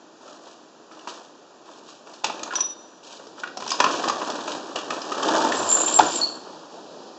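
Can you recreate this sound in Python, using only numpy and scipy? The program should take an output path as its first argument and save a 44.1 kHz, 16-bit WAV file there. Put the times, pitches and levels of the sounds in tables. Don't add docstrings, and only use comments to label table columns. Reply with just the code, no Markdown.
import sys
import numpy as np
from scipy import signal
from scipy.fft import rfft, irfft, next_fast_len
from scipy.io import wavfile
from scipy.ndimage import uniform_filter1d

SR = 44100
rng = np.random.default_rng(int(sys.argv[2]) if len(sys.argv) > 2 else 0)


def decibels_to_gain(level_db):
    exponent = np.asarray(level_db, float) / 20
    return 10 ** exponent


def unload_wav(signal):
    wavfile.write(
        sys.argv[1],
        SR,
        np.round(np.clip(np.atleast_2d(signal).T, -1, 1) * 32767).astype(np.int16),
    )


N = 317032


def evened(x):
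    return x / np.sqrt(np.mean(x ** 2) + 1e-20)


def read(points, hz):
    f, value = np.transpose(points)
    return np.interp(np.log(hz + 1), np.log(f + 1), value)


def curves(rows, outside=None):
    s, *columns = np.transpose(rows)
    t = np.arange(N) / SR
    return [np.interp(t, s, column, outside, outside) for column in columns]


def add(mix, s, sound):
    part = mix[round(s * SR):][:len(sound)]
    part += sound[:len(part)]


def colour(x, spectrum):
    size = next_fast_len(N)
    gain = decibels_to_gain(read(spectrum, np.fft.rfftfreq(size, 1 / SR)))
    return evened(irfft(rfft(x, size) * gain, size)[:N])


def resonate(x, hz, width_hz):
    r = np.exp(-np.pi * width_hz / SR)
    pole = r * np.exp(2j * np.pi * hz / SR)
    return 2 * signal.lfilter([1 - r], [1, -pole], x).real


def resonate_twice(x, hz, width_hz):
    return resonate(resonate(x, hz, width_hz), hz, width_hz)


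def wander(size):
    return evened(uniform_filter1d(uniform_filter1d(rng.standard_normal(N), size), size))


def grit(per_s, spread_db):
    heights = decibels_to_gain(spread_db * np.minimum(rng.exponential(1, N), 4))
    bumps = heights * (rng.random(N) < per_s / SR)
    return rng.standard_normal(N) * (1 + signal.lfilter([1], [1, -.985], bumps))


def power_sum(levels_db):
    return 10 * np.log10(sum(decibels_to_gain(db) ** 2 for db in levels_db))


# (frequency [Hz], density [dB per Hz])
ROOM_TONE = [(18, -108.5), (30, -61.5), (147, -20.5), (258, -9.5), (318, -6), (451, -10), (626, -10),
             (1390, -18), (2010, -24), (7290, -26.5), (8000, -54.5), (10400, -60), (17600, -120)]
# (frequency [Hz], density [dB per Hz])
STREET_AIR = [(18, -87), (30, -62.5), (204, -7.5), (357, -2.5), (869, -7.5), (1630, -24.5), (2110, -34),
              (2550, -25.5), (4780, -19.5), (7120, -30), (8000, -35.5), (10400, -69), (17600, -120)]
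ROOM_TONE_DB, STREET_DB = -51, -44.5
OPENS_S, OPENING_S = 3.19, 0.26


def air():
    opened = np.clip((np.arange(N) / SR - OPENS_S) / OPENING_S, 0, 1)
    room_tone = decibels_to_gain(ROOM_TONE_DB) * colour(rng.standard_normal(N), ROOM_TONE)
    street_gain = opened * decibels_to_gain(STREET_DB + 1.2 * wander(size=3000))
    return room_tone + street_gain * colour(rng.standard_normal(N), STREET_AIR)


# (start [s], rise [s], thud level [dB], scuff level [dB], fade [dB per s])
BRUSHES = [(.21, .09, -46, -51, 54), (.42, 0.064, -51.5, -52.5, 102), (.91, 0.013, -47.5, -54.5, 42),
           (.98, 0.022, -52, -53, 80), (1.075, 0.013, -38.5, -40, 99), (1.655, 0.038, -46.5, -52, 50),
           (1.86, 0.045, -52.5, -47.5, 112), (2.06, 0.032, -47.5, -51.5, 50), (2.125, 0.014, -56, -48, 200),
           (2.25, .01, -36, -43.5, 30), (2.39, 0.023, -43.5, -60, 42), (2.5, .07, -41, -46, 81),
           (3.03, 0.1, -46, -44, 79), (3.371, .03, -41.5, -46, 246.5), (3.6, 0.11, -47, -38.5, 64.5),
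           (3.88, 0.061, -45.5, -34.5, 55), (4.461, 0.054, -33, -38, 94), (4.751, .02, -33, -42, 54),
           (4.9, .01, -28.5, -37.5, 114), (3.195, 0.012, -47, -60, 150), (5.995, 0.0084, -24.5, -41, 90.5),
           (5.7, 0.47, -52, -33, 115)]
# (time [s], level [dB])
PANEL_SPEEDS = [
    [(3.76, -42), (3.82, -30.5), (3.9, -29), (4.31, -32), (4.57, -36.5), (4.89, -43), (5.0, -38.5),
     (5.1, -65)],
    [(4.88, -65), (5.0, -39.5), (5.2, -28), (5.34, -22.5), (5.45, -23.5), (5.73, -26.5), (6.06, -31.5),
     (6.17, -33.5), (6.38, -45)],
]
BRUSH_SWELL_DB, FLOOR_HUM_DB, SCRAPE_FLOOR_DB = 6, -56.5, -68
SEAL_DB, SETTLE_DB_PER_S = -8, 11


def motion():
    t = np.arange(N) / SR
    thuds_db, scuffs_db = [], []
    for s, rise, thud_db, scuff_db, fade in BRUSHES:
        swell_db = BRUSH_SWELL_DB * ((t - s) / rise - 1)
        fade_db = -fade * (t - s - rise)
        shape_db = np.where(t < s, -120, np.minimum(swell_db, fade_db))
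        thuds_db.append(thud_db + shape_db)
        scuffs_db.append(scuff_db + shape_db)
    first_db = curves(PANEL_SPEEDS[0], -120)[0]
    s, db = np.transpose(PANEL_SPEEDS[1])
    second_db = np.interp(t, s, db, -120) - SETTLE_DB_PER_S * np.maximum(t - s[-1], 0)
    speed_db = power_sum([first_db, second_db])
    rumble_db = power_sum([speed_db, FLOOR_HUM_DB] + thuds_db)
    scrape_db = power_sum([speed_db + SEAL_DB, SCRAPE_FLOOR_DB] + scuffs_db)
    return rumble_db, scrape_db


# (frequency [Hz], density [dB per Hz])
RUMBLE = [(24, -79.5), (40, -56.5), (308, 0.5), (426, -4), (802, -4), (894, -1), (1780, -10.5), (2090, -23),
          (3000, -23), (3900, -42.5), (6600, -120)]
# (frequency [Hz], density [dB per Hz])
SCRAPE = [(1350, -50.5), (2300, -3), (2580, -2.5), (2950, 1), (7100, -2.5), (7550, -11.5), (8000, 7),
          (10400, -47.5), (17600, -120)]
# (frequency [Hz], width [Hz], level [dB])
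PANE_MODES = [(320, 4.3, 8), (485, 110, -6), (595, 51, 6.5), (678, 15, 9), (839, 13, -15), (1030, 33, -1),
              (1153, 60, 1), (1420, 180, -24)]


def sliding():
    rumble_db, scrape_db = motion()
    shake = colour(grit(per_s=150, spread_db=0.67), RUMBLE)
    modes = sum(decibels_to_gain(db) * resonate(shake, hz, width_hz) for hz, width_hz, db in PANE_MODES)
    rumble = evened(shake + 0.36 * modes) * decibels_to_gain(rumble_db + 1.04 * wander(size=600))
    hiss = colour(grit(per_s=500, spread_db=.2), [(1500, -41)] + SCRAPE)
    return rumble + hiss * decibels_to_gain(scrape_db + 0.56 * wander(size=1500))


# (centre [s], half length [s], level [dB])
DRONE = (5.57, 0.26, -56)
# (centre [s], half length [s], level [dB])
HUM = (5.38, 0.13, -24)
DRONE_HZ, DRONE_WIDTH_HZ, HUM_HZ, HUM_WIDTH_HZ = 94, 16, 888, 30


def rolling():
    t, noise = np.arange(N) / SR, rng.standard_normal(N)
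    drone_db, hum_db = (db - 10 * ((t - s) / half) ** 2 for s, half, db in (DRONE, HUM))
    drone = evened(resonate_twice(noise, DRONE_HZ, DRONE_WIDTH_HZ))
    hum = evened(resonate_twice(noise, HUM_HZ, HUM_WIDTH_HZ))
    return decibels_to_gain(drone_db) * drone + decibels_to_gain(hum_db) * hum


def slips(rows, waver, t60_s):
    t, out = np.arange(5000) / SR, np.zeros(N)
    for (s, peak_db, hz), jitter in zip(rows, rng.standard_normal((len(rows), len(t)))):
        pitch_hz = hz * (1 + waver * evened(uniform_filter1d(jitter, size=150)))
        turns = np.cumsum(pitch_hz) / SR
        envelope = decibels_to_gain(peak_db - 60 * t / t60_s) * np.minimum(t / 0.004, 1)
        add(out, s, envelope * np.sin(2 * np.pi * turns))
    return out


# (time [s], level [dB], pitch [Hz])
WHINE = [
    (5.42, -50, 7250),
    (5.67, -31, 7400),
    (5.71, -20, 7250),
    (5.8, -22, 7200),
    (5.92, -28, 7250),
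    (5.97, -25, 7400),
    (6.005, -37, 7200),
    (6.16, -33, 7300),
    (6.42, -58, 7300),
]
# (time [s], peak [dB], pitch [Hz])
SLIPS = [(5.5687, -19, 7650), (5.5894, -20, 7150), (5.6999, -9, 7250), (5.7239, -3.5, 7310),
         (5.7324, -6, 7280), (5.7484, -7.5, 7250), (5.7554, -16, 7250), (5.8606, -8.5, 7260),
         (5.8815, -14, 7350), (5.9389, -10, 7450), (5.9464, -9.5, 7450), (5.9594, -6, 7400),
         (5.9674, -12, 7450), (5.9794, -12, 7280), (6.0626, -17, 7070), (6.106, -24, 7250),
         (6.1479, -21, 7430), (6.1534, -15, 7540), (6.1594, -17, 7600), (6.1844, -20, 7100)]
# (time [s], peak [dB], pitch [Hz])
CHIRPS = [
    (6.157, -24, 4620),
    (6.2135, -9.5, 4370),
    (6.2222, -13, 4295),
    (6.2309, -7.5, 4430),
    (6.2385, -8.5, 4314),
]
# (frequency [Hz], level [dB], t60 [s])
BRACKET = [(4247, 0, .18), (4295, -2, .25), (4334, 0, .4), (4382, -2, .45), (4457, -6, .45)]


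def runner():
    whine_db, whine_hz = curves(WHINE, -120)[0], curves(WHINE)[1]
    fuzz = decibels_to_gain(whine_db + 3.5 * wander(size=700)) * wander(size=60)
    whine = fuzz * np.sin(2 * np.pi * np.cumsum(whine_hz) / SR)
    chirps = slips(CHIRPS, waver=0.011, t60_s=0.04)
    bracket = sum(decibels_to_gain(db) * resonate(chirps, hz, 1.75 / t60_s) for hz, db, t60_s in BRACKET)
    return whine + slips(SLIPS, waver=.005, t60_s=0.051) + chirps + 1.1 * bracket


# (frequency [Hz], level [dB], t60 [s])
HOOK_MODES = [(5893, 0, .3), (5874, -1, .27), (5886, -15, .8), (3677, -13, .14), (3655, -23, .35),
              (3668, -28, .7), (5733, -8, .05), (6105, -12, .08)]
# (time [s], level [dB])
HOOK_BLOWS = [
    (2.5540, -23),
    (2.6060, -21),
]


def hook():
    t, out = np.arange(SR // 2) / SR, np.zeros(N)
    for s, blow_db in HOOK_BLOWS:
        clock = t + round(s * SR) / SR - HOOK_BLOWS[0][0]
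        modes = sum(decibels_to_gain(db - 60 * t / t60_s) * np.cos(2 * np.pi * hz * clock) for hz, db, t60_s in HOOK_MODES)
        add(out, s, decibels_to_gain(blow_db) * modes * np.minimum(t / 0.00076, 1))
    return out * decibels_to_gain(1.3 * wander(size=250))


# (time [s], peak [dB], frequency [Hz], length [s])
SLAM = (5.9943, 1.5, 850, .0048)
THUMP_DB, THUMP_HZ, THUMP_T60_S = -31, 172, 0.19


def slam():
    out, t = np.zeros(N), np.arange(8000) / SR
    s, peak_db, hz, length_s = SLAM
    swell = np.minimum(t / .0025, 1) * decibels_to_gain(-60 * np.maximum(t - length_s, 0) / .007)
    add(out, s, decibels_to_gain(peak_db) * swell * np.sin(2 * np.pi * hz * t))
    wall = resonate(resonate(rng.standard_normal(len(t)), THUMP_HZ, 210), THUMP_HZ, 170)
    add(out, s, decibels_to_gain(THUMP_DB - 60 * t / THUMP_T60_S) * evened(wall))
    return out


# (time [s], click peak [dB], knock level [dB], knock pitch [Hz], click pitch [Hz]) feet and cloth on
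TICKS = [(0.28, -44, -40.5, 1280, 2680), (0.4692, -42, -42, 912, 4000), (0.9144, -44, -39, 1300, 4370),
         (0.9921, -29, -46, 490, 2800), (1.074, -20.5, -27, 960, 2740), (1.8876, -29, -43, 1160, 3180),
         (2.071, -32, -43, 1140, 2320), (2.1377, -27.5, -43.5, 580, 4550), (3.1976, -49, -36.5, 524, 3320),
         (3.269, -28, -38, 457, 5000), (6.5294, -34, -43.5, 860, 4500)]
LATCH = [(2.2383, -22, -31.5, 695, 3000), (2.2433, -1.5, -20, 894, 2430), (2.247, -6, -26.5, 965, 3800),
         (2.2666, -12.5, -42, 925, 2600), (2.2992, -41, -25, 873, 2720), (2.394, -22, -36.5, 550, 2500),
         (2.4322, -9, -35, 1270, 6600), (2.4764, -35, -31.5, 930, 3990), (2.5084, -31, -28, 1470, 2690),
         (2.5248, -47, -27, 1385, 2270), (2.5363, -17, -25.5, 1030, 2400), (2.555, -7, -29.5, 1620, 5910),
         (2.5835, -45, -26.5, 1030, 5930), (2.605, -9, -36, 1030, 5890)]
TUGS = [(3.381, -43, -39, 1300, 2620), (3.4357, -24, -22, 1474, 2960), (3.4746, -25.5, -31.5, 1414, 3670),
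        (3.5719, -14.5, -28.5, 715, 5400), (3.6041, -39, -32, 960, 4350), (3.6237, -23, -25.5, 1030, 3160),
        (3.6642, -20, -31, 916, 2900), (3.677, -11.5, -34, 1055, 5530), (3.6912, -14, -37, 1070, 5630),
        (3.705, -4.5, -41.5, 1030, 6500), (3.7176, -3.5, -22.5, 1070, 5000), (3.742, -27, -28, 957, 5440),
        (3.793, -18.5, -34, 954, 3880), (3.8025, 1.5, -8.5, 984, 2500), (3.8413, -2, -11, 1034, 2580),
        (3.8647, -29, -16, 1060, 2510)]
JOLTS = [(3.94, -22, -22, 1030, 3360), (3.9944, -15, -25, 724, 2540), (4.041, -14, -21, 1097, 4600),
         (4.0775, -14, -20, 774, 3320), (4.0842, -6, -21.5, 1210, 4900), (4.097, -9, -16.5, 1150, 6600),
         (4.2169, -21, -22.5, 1030, 2650), (4.3007, -11, -23.5, 622, 4400), (4.354, -17.5, -30, 904, 4100),
         (4.4075, -21, -38, 1200, 3700), (4.4788, -13, -25, 1030, 2580), (4.5185, -12, -35, 900, 3200),
         (4.5504, -21.5, -26.5, 608, 3820), (4.7586, -7.5, -23.5, 677, 2930),
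         (4.788, -14, -27.5, 1140, 3100), (4.906, -10, -21.5, 1255, 2450), (5.0178, -14.5, -56, 1350, 5100),
         (5.1202, -14.5, -21.5, 1265, 3530), (5.1797, -15, -28, 1140, 3290), (5.23, -7, -22, 1132, 2840),
         (5.2853, -8, -25.5, 834, 3400), (5.5214, -14.5, -18.5, 1760, 3440),
         (5.8802, -8.5, -28.5, 600, 3200), (5.9903, -1.5, -10, 768, 3510)]
REBOUNDS = [
    (6.005, -24, -15, 1407, 5540),
    (6.0108, -19, -25, 1030, 3420),
]
CONTACT_S, FRAME_HZ, FRAME_WIDTH_HZ = 0.0034, 2570, 95


def knocks():
    t, cracks, rings = np.arange(3000) / SR, np.zeros(N), np.zeros(N)
    blows = TICKS + LATCH + TUGS + JOLTS + REBOUNDS
    noise = rng.standard_normal((len(blows), 2, len(t)))
    contact = t / CONTACT_S * np.exp(1 - t / CONTACT_S)
    for (s, click_db, knock_db, knock_hz, click_hz), (a, b) in zip(blows, noise):
        crack = evened(a + 2 * resonate(a, click_hz, 500)) * contact ** 1.45
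        add(cracks, s + 0.00151 - CONTACT_S, decibels_to_gain(click_db - 13) * crack)
        rattle = evened(resonate(resonate(b, knock_hz, 1300), knock_hz, 1800))
        ring = np.sin(2 * np.pi * knock_hz * t) + .65 * rattle
        add(rings, s + 0.001546 - CONTACT_S, decibels_to_gain(knock_db - .5) * ring * contact ** 1.35)
    cracks = signal.lfilter(*signal.butter(2, [2000, 7000], "band", fs=SR), cracks)
    return rings + cracks + 0.5 * resonate(cracks, FRAME_HZ, FRAME_WIDTH_HZ)


# (frequency [Hz], t60 [s])
ROOM_DECAY = [(100, 1), (500, 0.27), (1500, 0.34), (4000, 0.41), (8000, 0.2)]


def room(x):
    taps = np.zeros(SR // 2)
    at = np.arange(200, len(taps) - 20, 20)
    taps[at + rng.integers(0, 20, len(at))] = rng.choice([-1., 1.], len(at))
    hz, t, z = signal.stft(taps, SR, nperseg=256)
    decay = decibels_to_gain(-60 * t / read(ROOM_DECAY, hz)[:, None])
    tail = signal.istft(z * decay, SR, nperseg=256)[1]
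    return signal.fftconvolve(x, tail / np.linalg.norm(tail))[:N]


BASS_HZ = 200


def scene():
    hits, squeaks, ring, stop = knocks(), runner(), hook(), slam()
    hits = signal.sosfilt(signal.butter(3, BASS_HZ, "high", fs=SR, output="sos"), hits)
    tail = room(decibels_to_gain(-7) * hits + decibels_to_gain(-9.5) * squeaks + decibels_to_gain(-13) * ring + decibels_to_gain(-16) * stop)
    mono = hits + squeaks + ring + stop + tail + sliding() + rolling() + air()
    return np.array([mono, mono])


def low_pass(x):
    return signal.sosfilt(signal.butter(12, 8180, fs=SR, output="sos"), x)


NOTCH_HZ, NOTCH_WIDTH_HZ, EDGE_HZ = 2114, 576, 7780


def record(dry):
    turn = np.array([2j, -2j]) * np.pi * NOTCH_HZ
    zeros, poles = (np.poly(np.exp((turn - np.pi * width_hz) / SR)).real for width_hz in (40, NOTCH_WIDTH_HZ))
    notched = signal.lfilter(zeros, poles, dry)
    edge = signal.firwin(241, EDGE_HZ, window=("kaiser", 10), fs=SR)
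    narrow = signal.oaconvolve(notched, edge[None], "same")
    return low_pass(np.clip(narrow, -1, 1))


dry = scene()
out = record(dry)
unload_wav(out)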